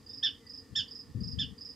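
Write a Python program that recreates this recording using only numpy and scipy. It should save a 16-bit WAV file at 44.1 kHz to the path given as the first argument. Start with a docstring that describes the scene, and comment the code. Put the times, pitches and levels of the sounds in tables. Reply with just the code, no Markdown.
"""Prairie dog on open grassland

A prairie dog barks three times: short squeaks that arch in pitch and trail off in a brief ringing.
A cricket chirps with its wings, four strokes at a time, and a far bird whistles faintly twice.
Gusts of wind buffet the microphone, mostly on the left, over a soft steady hum, hiss and far crickets."""
import sys
import numpy as np
from scipy import signal
from scipy.fft import rfft, irfft
from scipy.io import wavfile

SR = 44100
rng = np.random.default_rng(int(sys.argv[2]) if len(sys.argv) > 2 else 0)


def int16_out(signal):
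    """Quantize to a 16-bit WAV file."""
    q = np.round(np.clip(np.atleast_2d(signal).T, -1, 1) * 32767)
    wavfile.write(sys.argv[1], SR, q.astype(np.int16))


N = 77175

# The tone of the hum and hiss. Each row: frequency in Hz, relative level in dB.
AIR_SPECTRUM = [(20, -22.5), (45, -9.5), (90, 3), (170, -7), (220, -1), (280, 1.5), (370, -16.5),
                (460, -2.5), (580, -22.5), (1000, -20), (1150, -18), (1350, -22.5), (1620, -28.5),
                (1800, -14), (2080, -26.5), (4000, -26), (7800, -27), (9500, -31.5), (13500, -36),
                (15700, -40.5)]
# How alike the air sounds left and right. Each row: frequency in Hz, likeness (1 is identical).
AIR_LIKENESS = [(50, 0.98), (500, 0.84), (1800, 0.79), (3000, 0.99), (8000, 0.18), (12000, 0.57)]
# Each row: start in seconds, seconds before it fades, level in dB, dB louder on the left.
WIND_GUSTS = [(0.703, 0.029, -49.5, 9.5), (0.759, 0.069, -51.5, 2.5), (1.075, .03, -53, -11),
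              (1.144, 0.077, -36, 7.5), (1.222, 0.083, -43, 16), (1.331, 0.043, -39, 26),
              (1.375, 0.062, -40, 7), (1.443, 0.083, -48.5, 12)]
# The tone of a gust. Each row: frequency in Hz, relative level in dB.
GUST_SPECTRUM = [(15, -55), (25, -25), (43, -16.5), (86, 1.5), (214, -5), (271, -10.5), (344, -27),
                 (448, -22), (700, -53.5), (910, -89), (1540, -120)]
# Each row: start and length in seconds, first and last pitch in Hz, level in dB.
BIRD_WHISTLES = [(0.077, .075, 3555, 3694, -67.5), (0.377, .16, 2112, 1870, -69.5)]
# Each row: start in seconds, level in dB.
CRICKET_CHIRPS = [(0.062, -40), (0.465, -41), (0.880, -40), (1.204, -38.5), (1.579, -39.5)]
# One chirp. Each row: delay and length in seconds, starting pitch in Hz, dB added to the chirp's level.
WING_STROKES = [(0, 0.015, 5060, -10), (.029, 0.019, 5313, -4), (0.069, .021, 5413, -4),
                (0.109, 0.02, 5354, -4)]
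# Each row: start and length in seconds, top pitch in Hz, level in dB, then the levels of
# harmonics 1, 3 and 4 in dB compared with harmonic 2. A harmonic is a whole multiple of the pitch.
DOG_BARKS = [(0.2259, .058, 1823, -27.5, -16.5, -8.5, -46), (0.7523, 0.064, 1818, -30, -17.5, -4.5, -20),
             (1.3844, .057, 1789, -32.5, -21.5, -9, -28.5)]
# Quick repeats after each call. Each row: delay in seconds, level in dB compared with the call.
RING_REPEATS = [(.0057, -12), (.0172, -7.5), (0.035, -18)]


def amp(db):
    """Turns decibels into a number to multiply by."""
    return 10 ** (np.asarray(db) / 20)


def evened(x):
    """Scales a sound to an average (rms) strength of 1."""
    return x / np.sqrt(np.mean(x ** 2) + 1e-20)


def look_up(table, hz):
    """Reads between a table's rows on a log-frequency scale."""
    row_hz, value = np.transpose(table)
    return np.interp(np.log(hz + 1), np.log(row_hz + 1), value)


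def add(mix, start_s, sound):
    """Mixes a sound in at its start time."""
    part = mix[..., max(round(start_s * SR), 0):][..., :sound.shape[-1]]
    part += sound[..., :part.shape[-1]]


def pan(db):
    """Left and right gains: positive db leans left, negative leans right."""
    gains = amp([[db / 2], [-db / 2]])
    return gains / gains.mean()


def noise(shape):
    """Noise whose strength at each frequency follows shape(hz)."""
    white = rfft(rng.standard_normal(N))
    return evened(irfft(white * shape(np.fft.rfftfreq(N, 1 / SR)), N))


def wobble(hz, size):
    """Random wavering, mostly slower than hz."""
    return noise(lambda f: 1 / (1 + (f / hz) ** 4))[:size]


def ramp(progress):
    """A smooth step from 0 to 1."""
    return np.sin(np.pi / 2 * np.clip(progress, 0, 1))


def ringing(sound, tail_gap_s=0.0024, tail_s=0.22):
    """Adds a few quick repeats and a short tail that ring after each call, like a recorder's hum filter."""
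    t = np.arange(SR // 2) / SR
    tail = rng.choice([-1., 1.], (2, len(t)))
    tail *= rng.random((2, len(t))) < 2000 / SR  # about 2000 tiny repeats a second
    tail *= ramp((t - tail_gap_s) / tail_gap_s) * amp(-60 * t / tail_s)
    mid, side = amp(-5.5) * tail / np.linalg.norm(tail, axis=1, keepdims=True)
    mid[0] += 1  # the call itself
    for delay, db in RING_REPEATS:
        mid[round(delay * SR)] += amp(db)
    side *= amp(-12.5)  # left and right stay nearly alike
    return signal.fftconvolve(sound[None], np.array([mid + side, mid - side]), axes=1)[:, :N]


def air():
    """A steady low hum and hiss."""
    hz = np.fft.rfftfreq(N, 1 / SR)
    left, unrelated = rfft(rng.standard_normal((2, N)))
    likeness = np.clip(look_up(AIR_LIKENESS, hz), -1, 1)
    right = likeness * left + np.sqrt(1 - likeness ** 2) * unrelated
    return evened(irfft(np.array([left, right]) * amp(look_up(AIR_SPECTRUM, hz)), N))


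def far_crickets(pitch_hz=4880, width_hz=260):
    """Many far crickets blur into a thin band of noise."""
    return noise(lambda hz: np.exp(-.5 * ((hz - pitch_hz) / width_hz) ** 2))


def wind(rise_s=0.0089, fall_s=0.031):
    """Air swirls at the microphone, making a short low rumble with each gust."""
    out = np.zeros((2, N))
    rumble = lambda hz: amp(look_up(GUST_SPECTRUM, hz)) / (1 + (hz / 600) ** 6)
    for start, length, level_db, pan_db in WIND_GUSTS:
        t = np.arange(0, length + fall_s, 1 / SR)
        mid = evened(noise(rumble)[:len(t)])
        side = amp(-11.5) * evened(noise(rumble)[:len(t)])
        swell = ramp(t / rise_s) * ramp((t[-1] - t) / fall_s) ** 2
        add(out, start, amp(level_db) * pan(pan_db) * swell * np.array([mid + side, mid - side]))
    return out


def far_bird():
    """A far bird whistles soft, gliding notes."""
    out = np.zeros(N)
    for start, length, first_hz, last_hz, level_db in BIRD_WHISTLES:
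        hz = np.linspace(first_hz, last_hz, int(length * SR))
        tone = np.sqrt(2) * np.sin(2 * np.pi * np.cumsum(hz) / SR)
        add(out, start, amp(level_db) * np.hanning(len(tone)) * tone)
    return out


def cricket(sag_hz_per_s=33300, fade_s=0.0053):
    """Each wing stroke makes a pure tone whose pitch sags as the wing slows."""
    out = np.zeros(N)
    for start, chirp_db in CRICKET_CHIRPS:
        for delay, length, first_hz, stroke_db in WING_STROKES:
            t = np.arange(0, length, 1 / SR)
            hz = (first_hz - sag_hz_per_s * t) * (1 + 0.0056 * wobble(480, len(t)))
            tone = np.sqrt(2) * np.sin(2 * np.pi * np.cumsum(hz) / SR)
            swell = ramp(t / fade_s) * ramp((length - t) / fade_s)
            add(out, start + delay, amp(chirp_db + stroke_db) * swell * tone)
    return out


def prairie_dog(peak_s=0.01594, attack_s=0.013, release_s=0.0048):
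    """Each bark is four harmonics: the second is loudest, the others come later and fade sooner."""
    out = np.zeros(N)
    for start, length, top_hz, level_db, *harmonic_dbs in DOG_BARKS:
        t = np.arange(0, length, 1 / SR)
        rise = ramp(t / peak_s)
        sag = np.clip((t - peak_s) / (length - peak_s), 0, 1)
        hz = top_hz * (.83 + .17 * rise - .23 * sag ** 1.145)  # leaps to the top, then sinks
        hz *= 1 + 0.0087 * wobble(430, len(t))
        phase = 2 * np.pi * np.cumsum(hz) / SR
        swell = ramp(t / attack_s) * amp(-12 * sag ** 2)
        others = sum(amp(db) * np.sin(k * phase) for k, db in zip((1, 3, 4), harmonic_dbs))
        voice = np.sqrt(2) * (np.sin(2 * phase) + swell * others)
        rasp = 1 + amp(-18) * wobble(680, len(t))
        ending = ramp((length - t) / release_s)
        add(out, start, amp(level_db) * swell * ending * rasp * voice)
    return out


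def scene():
    """Mixes air and wind with the animals, which sit a little to the right."""
    barks, chirps, whistles = prairie_dog(), cricket(), far_bird()
    animals = pan(-3.5) * ringing(barks + whistles) + pan(-5) * ringing(chirps)
    background = wind() + amp(-57) * pan(1) * air() + amp(-71) * pan(-5) * far_crickets()
    return background + animals


def record(dry, cutoff_hz=15700):
    """Cuts away the very highest treble."""
    low_pass = signal.firwin(511, cutoff_hz, window=("kaiser", 9), fs=SR)
    return signal.oaconvolve(dry, low_pass[None], "same")


dry = scene()
out = record(dry)
int16_out(out)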